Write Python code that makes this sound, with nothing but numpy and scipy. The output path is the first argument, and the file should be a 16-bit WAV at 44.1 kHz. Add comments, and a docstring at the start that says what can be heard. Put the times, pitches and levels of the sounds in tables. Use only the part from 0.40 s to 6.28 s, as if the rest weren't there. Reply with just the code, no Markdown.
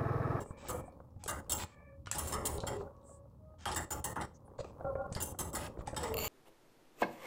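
"""Budgerigars on a wire cage

Budgerigars clamber and flutter on a wire cage, very close by, while a hand reaches in.
Claws and wings scrape the bars: each burst is followed by a short plateau of noise that a gate cuts off.
Taps and bumps are short filtered blows; groans and faint thin tones are narrow bands of noise.
Feathers hiss, the cage rumbles and murmurs, and near the end a bird's clicks run into a harsh squawk."""
import sys
import numpy as np
from scipy import signal
from scipy.fft import rfft, irfft
from scipy.io import wavfile
from scipy.ndimage import uniform_filter1d

SR = 44100
rng = np.random.default_rng(int(sys.argv[2]) if len(sys.argv) > 2 else 0)


def waveform_to_disk(signal):
    """Save audio, clipped to [-1, 1], as 16-bit WAV at the path in sys.argv[1]."""
    frames = np.transpose(np.atleast_2d(signal))
    scaled = np.clip(frames, -1, 1) * 32767
    samples = np.round(scaled).astype(np.int16)
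    wavfile.write(sys.argv[1], SR, samples)


N = 259308
HZ = np.fft.rfftfreq(2048, 1 / SR)  # the pitches at which every filter gain is given

# Scrapes on the bars: start_s, stroke_s (nominal), plateau_end_s, clang_db (bars), ring_db (wires),
# brightness_db, main_ring_hz. The clang and ring levels are offset further for each layer.
SCRAPES = [(0.002, .028, .036, -53, -57, -1, 7610), (0.283, .02, .412, -46, -47, 3, 7910),
           (0.299, .008, .405, -47, -45, 5.5, 990), (0.877, .034, 1.004, -40, -41, 0, 1200),
           (1.095, .018, 1.12, -51, -37.5, 0, 7870), (1.117, .013, 1.245, -47, -32.5, 1.5, 7570),
           (1.745, .022, 1.778, -46, -47.5, -4.5, 8580), (1.782, .013, 1.92, -46, -37, 3.5, 9970),
           (1.872, .02, 1.92, -58, -45, 3, 7640), (1.921, .03, 2.055, -39, -42, -2.5, 5240),
           (2.052, .02, 2.18, -45, -35.5, 2, 9550), (2.267, .018, 2.37, -43, -43.5, -4, 7430),
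           (3.256, .036, 3.32, -38, -51, -12, 840), (3.314, .016, 3.36, -42, -49, -10, 8060),
           (3.359, .02, 3.448, -40, -38.5, 0, 7380), (3.505, .028, 3.604, -43, -40.5, 3, 7100),
           (3.641, .014, 3.731, -42, -37.5, 3, 1830), (3.757, .014, 3.797, -38, -58, -1, 1400),
           (3.798, .01, 3.812, -43, -64, -2, 1750), (3.809, .013, 3.853, -41, -51, -6.5, 8110),
           (4.761, .012, 4.803, -46, -55, -8, 7070), (4.802, .014, 4.825, -50, -42.5, 0, 7100),
           (4.822, .012, 4.924, -51, -37, 4.5, 9830), (4.987, .028, 5.105, -45, -39.5, 2, 10120),
           (5.13, .016, 5.15, -47, -48.5, 3.5, 7690), (5.148, .022, 5.282, -42, -40.5, 1, 10020),
           (5.563, .016, 5.635, -41, -43.5, -6.5, 7980), (5.631, .009, 5.735, -41, -44.5, -4, 7960)]
# The frame groans as something drags on it: start_s, end_s, level_db, lowest_mode_hz
GROANS = [(0, 0.025, -45, 410), (.29, 0.41, -44.5, 504.5), (1.944, 2.197, -48, 423),
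          (2.15, 2.313, -50, 541), (2.285, 2.432, -44.5, 399), (2.435, 2.48, -51.5, 564),
          (4.4, 4.415, -49, 554), (4.444, 4.534, -39, 540), (4.553, 4.63, -39.5, 553),
          (4.64, 4.663, -44.5, 552), (4.681, 4.736, -50.5, 561), (5.59, 5.66, -42.5, 497),
          (5.651, 5.876, -43.5, 436)]
# The cage shifts under the hand: time_s, rumble_db, murmur_db (both before a fixed offset)
HANDLING = [(0.0, -67, -55), (0.36, -57.5, -46.5), (0.83, -54.5, -66.5), (1.05, -56, -54), (1.33, -61, -59),
            (1.65, -52, -70), (1.95, -48.5, -43), (2.23, -52.5, -48.5), (2.49, -59.5, -52.5),
            (2.9, -56.5, -63.5), (3.31, -55.5, -68.5), (3.49, -58, -55), (3.98, -57.5, -58),
            (4.47, -55, -49), (4.62, -55, -54), (5.47, -52.5, -48.5), (5.76, -51, -44), (5.88, -45, -44.5)]


def amp(db):
    """Turns decibels into a plain multiplier."""
    return 10 ** (np.asarray(db) / 20)


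def unit(x):
    """Scales x to an rms level of one."""
    return x / np.sqrt(np.mean(x ** 2) + 1e-20)


def at_level(x, db, seconds):
    """Scales x so that its first seconds have the rms level db."""
    return amp(db) * x / np.sqrt(np.mean(x[:round(seconds * SR)] ** 2))


def add(mix, start_s, sound):
    """Adds a sound to the mix at its start time, cut off at the end of the mix."""
    part = mix[max(round(start_s * SR), 0):][:len(sound)]
    part += sound[:len(part)]


def shape(points):
    """Gain over HZ drawn through (Hz, dB) points."""
    f, db = np.transpose(points)
    return amp(np.interp(np.log(HZ + 1), np.log(f + 1), db))


def peak(hz, width_hz):
    """Gain over HZ of one resonance."""
    return 1 / np.sqrt(1 + (2 * (HZ - hz) / width_hz) ** 2)


def band(low_hz, high_hz, order=8):
    """Gain over HZ of a band-pass; a higher order has steeper sides."""
    low_side = 1 + (low_hz / (HZ + 1)) ** (2 * order)
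    high_side = 1 + (HZ / high_hz) ** (2 * order)
    return 1 / np.sqrt(low_side * high_side)


def uneven(depth_db, size):
    """Random peaks and dips: every spot on the cage rings differently."""
    ripple = uniform_filter1d(uniform_filter1d(rng.standard_normal(len(HZ)), size), size)
    return amp(depth_db * unit(ripple))


def jangle(size=260):
    """Gain of many quick reflections along the wires: sharp peaks and deep notches, new at every spot."""
    echoes = rng.standard_normal(size) * np.hanning(2 * size)[size:]
    return unit(abs(rfft(echoes, 2 * (len(HZ) - 1))))


def colour(x, gain):
    """Filters x with a gain over HZ, using minimum phase so that nothing sounds ahead of its cause."""
    both_sides = np.r_[gain, gain[-2:0:-1]]
    log_gain = np.log(np.maximum(both_sides, gain.max() * 1e-5))
    response = np.fft.ifft(np.exp(np.conj(signal.hilbert(log_gain)))).real
    return signal.oaconvolve(x, response)[:len(x)]


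def narrow(hz, width_hz):
    """One second of noise in a narrow resonance."""
    f = np.fft.rfftfreq(SR, 1 / SR)
    spectrum = rfft(rng.standard_normal(SR)) / (1 + ((f - hz) / width_hz * 2) ** 2)
    return unit(irfft(spectrum, SR))


def grit(count, spread_db):
    """Dense tiny slips: noise whose level jumps at random every 32 samples."""
    steps = np.repeat(rng.standard_normal(count // 32 + 1), 32)[:count]
    return unit(amp(spread_db * steps) * rng.standard_normal(count))


def gate(t, end, rise=0.006, fall=.003):
    """Opens at time zero and dies away after the end (all in seconds)."""
    return (1 - np.exp(-t / rise)) * np.exp(-np.maximum(t - end, 0) / fall)


def wire_rings(main_hz):
    """Gain of the wire modes for one scrape: a main ring, the rest by chance; higher modes are broader."""
    # modes of the bars and wires: pitch_hz, level_db (before the random spread)
    wire_modes = [(850, 1), (1220, -16), (2820, -3.5), (3200, -4), (3640, -9.5), (5470, -9), (6200, -7.5),
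                  (7120, -13), (7560, -17.5), (7850, -11), (8840, -8), (10170, -9), (12700, -6),
                  (15400, -5.5)]
    spread_db, main_ring_db = 4, 0.5
    hz, db = np.transpose(wire_modes)
    db = db + spread_db * rng.standard_normal(len(db))
    modes = zip([*hz, main_hz], [*db, main_ring_db])
    return sum(amp(d) * peak(f, 60 + 0.0087 * f) ** 2 for f, d in modes)


def scrapes(clang_db=-1, ring_db=0.0):
    """A burst of tiny slips rings the wires; a short plateau of noise follows, cut off abruptly by a gate."""
    # where the bands thump, frame, clang, rasp, ring and fizz begin and end: edge_hz
    edges_hz = [50, 250, 750, 2200, 6000, 11000, 16000]
    # overall tone of the wires: pitch_hz, gain_db
    wire_tone = [(750, 0), (1250, 2), (1600, -7), (2000, -4.5), (2350, -17.5), (2900, -5.5), (6000, 0),
                 (7500, 2.5), (10200, -0.5), (11200, -0.5), (12800, -2), (15500, 0)]
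    # overall tone of the tray and frame: pitch_hz, gain_db
    tray_tone = [(70, 2), (100, 2.5), (130, -3), (240, -9.5), (330, 2), (450, -2), (750, -1)]
    # a long plateau is a weak one: length_s, level_db (before a fixed lift and the fade)
    plateau_levels = [(.045, -5.5), (.1, -9.5)]
    rasp_db, fizz_db = -7.5, -8.5  # below and above the ring; brightness tips the two against each other
    thump_db, frame_db = -51, -51.5  # levels for a scrape with the usual clang
    usual_clang_db, body_share = -42.5, 0.41  # tray and frame follow the clang only in part
    stroke_rise_s, stroke_fall_s, gate_rise_s = 0.00077, 0.0083, 0.00097
    sway_fade_db_per_s, plateau_fade_db_per_s = 24.5, 88.5
    out, t = np.zeros(N), np.arange(SR // 3) / SR
    bands = [band(lo, hi, order=7 if hi < 2500 else 18) for lo, hi in zip(edges_hz, edges_hz[1:])]
    for start, length, end, clang, ring, bright, main_hz in SCRAPES:
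        rings = wire_rings(main_hz)
        plateau_db = np.interp(end - start, *np.transpose(plateau_levels))
        body_db = body_share * (clang - usual_clang_db)
        wires = shape(wire_tone) * (jangle() + 0.13 + 7 * rings)
        bars = shape(wire_tone) * (jangle() + 0.091 + 1.6 * rings)  # thicker, so they ring less

        stroke = gate(t, 0.94 * length, rise=stroke_rise_s, fall=stroke_fall_s) * amp(5.0 - 4 * t / length)
        held = gate(t, end - start, rise=gate_rise_s, fall=0.0016)  # the gate that cuts the noise off
        plateau = held * amp(plateau_db + 1.5 - plateau_fade_db_per_s * t)
        after_ring = amp(-19.5 - 270 * t) * (1 - np.exp(-t / 0.028))
        slips = grit(len(t), 3.3) * stroke
        slips += grit(len(t), 2.2) * (plateau + after_ring)
        clang_fade = np.hypot(gate(t, length, rise=.0005, fall=0.024), amp(-1.0 - 71 * t))
        clang_noise = grit(len(t), 2.3) * held * clang_fade
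        sway = rng.standard_normal(len(t)) * held * amp(-sway_fade_db_per_s * t)

        # the slips sound the thin wires
        for b, db in zip(bands[3:], (rasp_db - bright, ring_db, fizz_db + bright)):
            add(out, start, at_level(colour(slips, b * wires), ring + db, length))
        # the clang noise sounds the bars
        add(out, start, at_level(colour(clang_noise, bands[2] * bars), clang + clang_db, length + 0.0089))
        # the slow-fading sway sounds the tray and frame
        for b, db in zip(bands, (thump_db, frame_db)):
            body = colour(sway, b * shape(tray_tone) * (jangle() + .5))
            add(out, start, at_level(body, db + body_db, max(end - start, .05)))
    return out


def small_hits(low_hz, high_hz):
    """Random light contacts, stronger while the cage is jostled: rows of (s, dB, Hz)."""
    hits_per_s = 5
    when, size, pitch = rng.random((round(hits_per_s * N / SR), 3)).T
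    time_s, _, murmur_db = np.transpose(HANDLING)
    when = when * N / SR
    level_db = np.interp(when, time_s, murmur_db) - 8 * size
    return zip(when, level_db, np.interp(pitch, [0, 1], [low_hz, high_hz]))


def taps():
    """A single hard click of beak or claw with a short after-ring of the wire; harder taps are brighter."""
    # sharp taps on a wire: time_s, peak_db, ring_hz, low_knock_db (relative, before a fixed lift)
    tap_list = [(0.8388, -32.5, 8300, -28), (0.8602, -42, 7670, -41), (1.6599, -43.5, 2900, 8),
                (1.67, -36.5, 2900, 9), (1.714, -20, 7600, 4), (1.728, -34.5, 7900, 20),
                (2.182, -40, 3860, -1), (2.204, -35.5, 3930, -20), (3.2555, -26.5, 3250, 14.5),
                (3.3474, -29, 7500, -23), (4.2016, -44, 4000, -11), (4.2448, -48.5, 2600, -3),
                (4.7249, -37.5, 8200, -2), (4.7507, -32, 4750, 9.5), (5.4727, -35.5, 8100, 13),
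                (5.5453, -42, 8200, 16)]
    small_tick_db = -9.5  # offset of the small random ticks
    out, t = np.zeros(N), np.arange(SR // 6) / SR
    small = [(s, db + small_tick_db, hz, -8) for s, db, hz in small_hits(2600, 7000)]
    for start, db, hz, knock_db in tap_list + small:
        blow = rng.standard_normal(len(t)) * (np.exp(-t / 0.0011) + 0.18 * np.exp(-t / 0.032))
        top_hz = np.interp(db, [-38, -30], [8200, 12000])
        wire = band(2300, top_hz, order=9) * (1 + 5 * peak(hz, 400))
        low_knock = amp(knock_db + 8.5) * peak(2300, 700) * band(500, 1800)
        tap = colour(blow, (wire + low_knock) * (jangle() + 0.51))
        add(out, start, amp(db) * tap / abs(tap).max())
    return out


def bumps():
    """A soft blow of noise rings the frame briefly; a short low sine is the thud of the whole cage."""
    # dull bumps of the cage: time_s, knock_peak_db, main_ring_hz, thud_db (before a fixed lift)
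    bump_list = [(0.058, -44.5, 404, -52), (0.107, -43.5, 1140, -37), (0.477, -43, 694, -51),
                 (0.601, -41.5, 533, -48), (0.763, -58, 790, -44.5), (0.834, -44, 750, -57),
                 (0.86, -36.5, 410, -45), (1.67, -36, 1410, -48), (2.182, -33, 556, -37),
                 (2.235, -30.5, 546, -38), (2.408, -35, 396, -48.5), (4.186, -34.5, 490, -47),
                 (4.202, -33.5, 520, -37.5), (4.243, -39, 515, -61), (4.407, -35, 537, -54),
                 (4.449, -35, 525, -39.5), (4.553, -32.5, 550, -40.5), (4.718, -38.5, 570, -38),
                 (4.761, -39, 566, -32.5), (5.37, -40.5, 333, -56), (5.39, -37, 540, -36.5),
                 (5.407, -44, 880, -36.5), (5.474, -31.5, 842, -44.5), (5.531, -39.5, 630, -43)]
    small_knock_db, small_thud_db = 10, -3  # offsets of the small random knocks
    out, t = np.zeros(N), np.arange(SR // 6) / SR
    small = [(s, db + small_knock_db, hz, db + small_thud_db) for s, db, hz in small_hits(350, 900)]
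    for start, db, hz, thud_db in bump_list + small:
        blow = rng.standard_normal(len(t)) * gate(t, .004, rise=.001, fall=.002)
        frame = band(250, 1400, order=5) * (0.07 + peak(hz, 85)) * uneven(2.5, size=5)
        knock = colour(blow, frame)
        thud = np.sin(2 * np.pi * rng.uniform(80, 120) * t) * np.exp(-t / 0.0049)
        add(out, start, amp(db) * knock / abs(knock).max() + amp(thud_db + 7.5) * thud)
    return out


def groans():
    """Uneven slips keep the modes of the frame sounding: narrow noise bands of wavering level."""
    # modes of the frame: multiple of the lowest mode, width_hz, level_db (relative)
    frame_modes = [(1.001, 29.3, 0.5), (1.419, 53, -8), (1.95, 80, -14.5), (2.52, 59.8, -15)]
    slip_db, slip_s = 2.5, 0.0121  # the drag catches and lets go: depth and duration of a slip
    out, t = np.zeros(N), np.arange(SR // 2) / SR
    for start, end, db, hz in GROANS:
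        modes = sum(amp(mode_db) * narrow(hz * multiple, width)[:len(t)]
                    for multiple, width, mode_db in frame_modes)
        catches = rng.standard_normal(len(t))
        modes = modes * amp(slip_db * np.interp(t / slip_s, np.arange(len(t)), catches))
        groan = at_level(modes, db, end - start)
        add(out, start, groan * gate(t, end - start, rise=0.0013, fall=0.0051))
    return out


def feathers():
    """Grainy hiss of wings and tail sliding along the bars."""
    # feathers brush the bars: start_s, end_s, level_db
    swishes = [(0.167, 0.275, -61.5), (0.255, 0.316, -53), (.79, 0.83, -67.5), (1.17, 1.238, -45),
               (1.245, 1.346, -72), (1.738, 1.962, -54), (2.28, 2.423, -66.5), (3.182, 3.247, -58.5),
               (3.265, 3.337, -49), (4.18, 4.21, -50.5), (4.217, 4.306, -70.5), (5.175, 5.271, -51),
               (5.379, 5.414, -61.5), (5.459, 5.486, -52), (5.581, 5.688, -54)]
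    # tone of the brushing: pitch_hz, gain_db (relative)
    feather_tone = [(300, -4), (1000, 10), (2200, 6), (4000, 4.5), (6000, -0.5), (8000, 3), (9000, -11),
                    (10200, -30), (16000, -27.5)]
    out, t = np.zeros(N), np.arange(SR // 3) / SR
    for start, end, db in swishes:
        brush = grit(len(t), 3) * gate(t, end - start, rise=.018, fall=.005)
        add(out, start, amp(db) * colour(brush, unit(shape(feather_tone) * (jangle() + .5))))
    return out


def squawk():
    """A few separate clicks run together into a harsh rasp through the resonances of the bird's throat."""
    # single opening clicks: time_s, peak_db
    opening_clicks = [(5.7415, -27), (5.7695, -27), (5.7805, -26), (5.788, -26)]
    # course of the rasp: time_s, level_db
    rasp_course = [(5.742, -66), (5.775, -49), (5.80, -41.5), (5.83, -41), (5.845, -36.5), (5.88, -41.5)]
    # resonances of the throat: pitch_hz, width_hz, level_db (relative)
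    throat_modes = [(880, 850, 1), (2240, 180, -3), (2800, 510, 5), (3720, 1000, -20.5), (4490, 270, 4),
                    (5740, 340, -17), (7135, 240, 3.5), (7120, 750, -1.5), (10970, 590, -5),
                    (13330, 370, 5.5), (14400, 700, 4)]
    throat = sum(amp(db) * peak(hz, width) ** 2 for hz, width, db in throat_modes)
    time_s, level_db = np.transpose(rasp_course)
    effort = amp(np.interp(np.arange(N) / SR, time_s, level_db, left=-150))
    out = colour(grit(N, 3) * effort, unit(throat))
    t = np.arange(SR // 20) / SR
    click_tone = throat * (1 - 0.82 * peak(6500, 2400) ** 2)  # weaker around 6500 Hz
    for start, db in opening_clicks:
        click = colour(rng.standard_normal(len(t)) * np.exp(-t / 0.0013), click_tone)
        add(out, start, amp(db) * click / abs(click).max())
    return out


def swell(seconds, hz, width_hz):
    """A thin tone, made of narrow noise, that swells and fades."""
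    tone = unit(narrow(hz, width_hz)[:round(max(seconds, .02) * SR)])
    return tone * unit(signal.windows.tukey(len(tone), .8))


def tones(count=4):
    """Faint held tones with a few overtones, and high wisps of broader noise."""
    # faint held tones: start_s, end_s, pitch_hz, width_hz, level_db, first_overtone_db (relative)
    held_tones = [(0, 0.597, 582, 40, -80.5, 1), (.76, 0.89, 831, 6, -65, -32),
                  (1.181, 1.615, 580.5, 23.6, -73.5, 0), (1.406, 1.92, 552, 1.9, -62.5, -26.5),
                  (2.421, 2.96, 559, 4.5, -66, -7.5), (2.961, 3.226, 624, 2, -66, -11.5)]
    # faint high wisps: start_s, end_s, pitch_hz, level_db
    wisps = [(0.03, 0.14, 8070, -69), (0.436, .503, 8300, -74), (2.62, 2.81, 8000, -67.5),
             (3.933, 3.985, 6370, -72), (4.042, 4.097, 9600, -78.5)]
    out = np.zeros(N)
    for start, end, hz, width, db, fall_db in held_tones:
        for k in range(count):
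            overtone = swell(end - start, (k + 1) * hz, (k + 1) * width)
            add(out, start, amp(db + fall_db * k ** 2.0) * overtone)
    for start, end, hz, db in wisps:
        add(out, start, amp(db) * swell(end - start, hz, width_hz=1400))
    return out


def shake():
    """How hard the cage shakes, 0-1: it builds up during each scrape or groan and settles afterwards."""
    out, t = np.zeros(N), np.arange(SR // 2) / SR
    for start, end in [(row[0], row[2]) for row in SCRAPES] + [row[:2] for row in GROANS]:
        add(out, start, gate(t, end - start, rise=0.0099, fall=0.011))
    return np.minimum(out, 1)


def handling(rumble_db=-1.0, murmur_db=-3.5):
    """Low rumble and murmur of the jostled cage, made of filtered noise, over a trace of hiss."""
    # tone of the rumble: pitch_hz, gain_db (relative)
    rumble_tone = [(12, -46), (20, -26), (57, -1), (81, 1.5), (253, -16), (300, -12), (390, -40),
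                   (660, -120)]
    # tone of the murmur of the frame: pitch_hz, gain_db (relative)
    murmur_tone = [(120, 0.5), (220, 3), (330, -2.5), (420, -1), (560, 5.5), (680, -10), (850, -4),
                   (1150, -7.5), (1500, -24.5), (2400, -41), (5000, -43), (9000, -41.5)]
    shake_rumble_db, shake_murmur_db = -50, -54.5  # every scrape and groan shakes it further
    time_s, *curves = np.transpose(HANDLING)
    low, mid = (np.interp(np.arange(N) / SR, time_s, db) for db in curves)
    shaking = shake()
    rumble = unit(colour(rng.standard_normal(N), shape(rumble_tone) * band(51, 300, order=4)))
    murmur = unit(colour(grit(N, 5.74), shape(murmur_tone)))
    rumble_level = np.hypot(amp(low + rumble_db), amp(shake_rumble_db) * shaking)
    murmur_level = np.hypot(amp(mid + murmur_db), amp(shake_murmur_db) * shaking)
    hiss = amp(-87) * rng.standard_normal(N)
    return rumble * rumble_level + murmur * murmur_level + hiss


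def room(x, t60=0.26):
    """A small room: a short, dull tail of reflections, made of noise that falls 60 dB in t60 seconds."""
    t = np.arange(SR // 2) / SR
    reflections = rng.standard_normal(len(t)) * amp(-60 * t / t60) * (t > .005)
    tail = colour(reflections, shape([(200, 2.0), (1500, 3.5), (8000, 0.5), (14000, -12.5)]))
    return signal.oaconvolve(x, tail / np.linalg.norm(tail))[:N]


def scene():
    """All cage and bird sounds with their room, plus the faint tones and the handling."""
    cage = scrapes() + taps() + bumps() + groans() + feathers() + squawk()
    return (cage + amp(-16.5) * room(cage) + tones() + handling())[None]


def record(dry):
    """A steep low-pass sets the upper band limit of the recorder."""
    cutoff_hz = 15900
    low_pass = signal.firwin(401, cutoff_hz, window=("kaiser", 8), fs=SR)
    return signal.oaconvolve(dry, low_pass[None], "same")


dry = scene()
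out = record(dry)
waveform_to_disk(out)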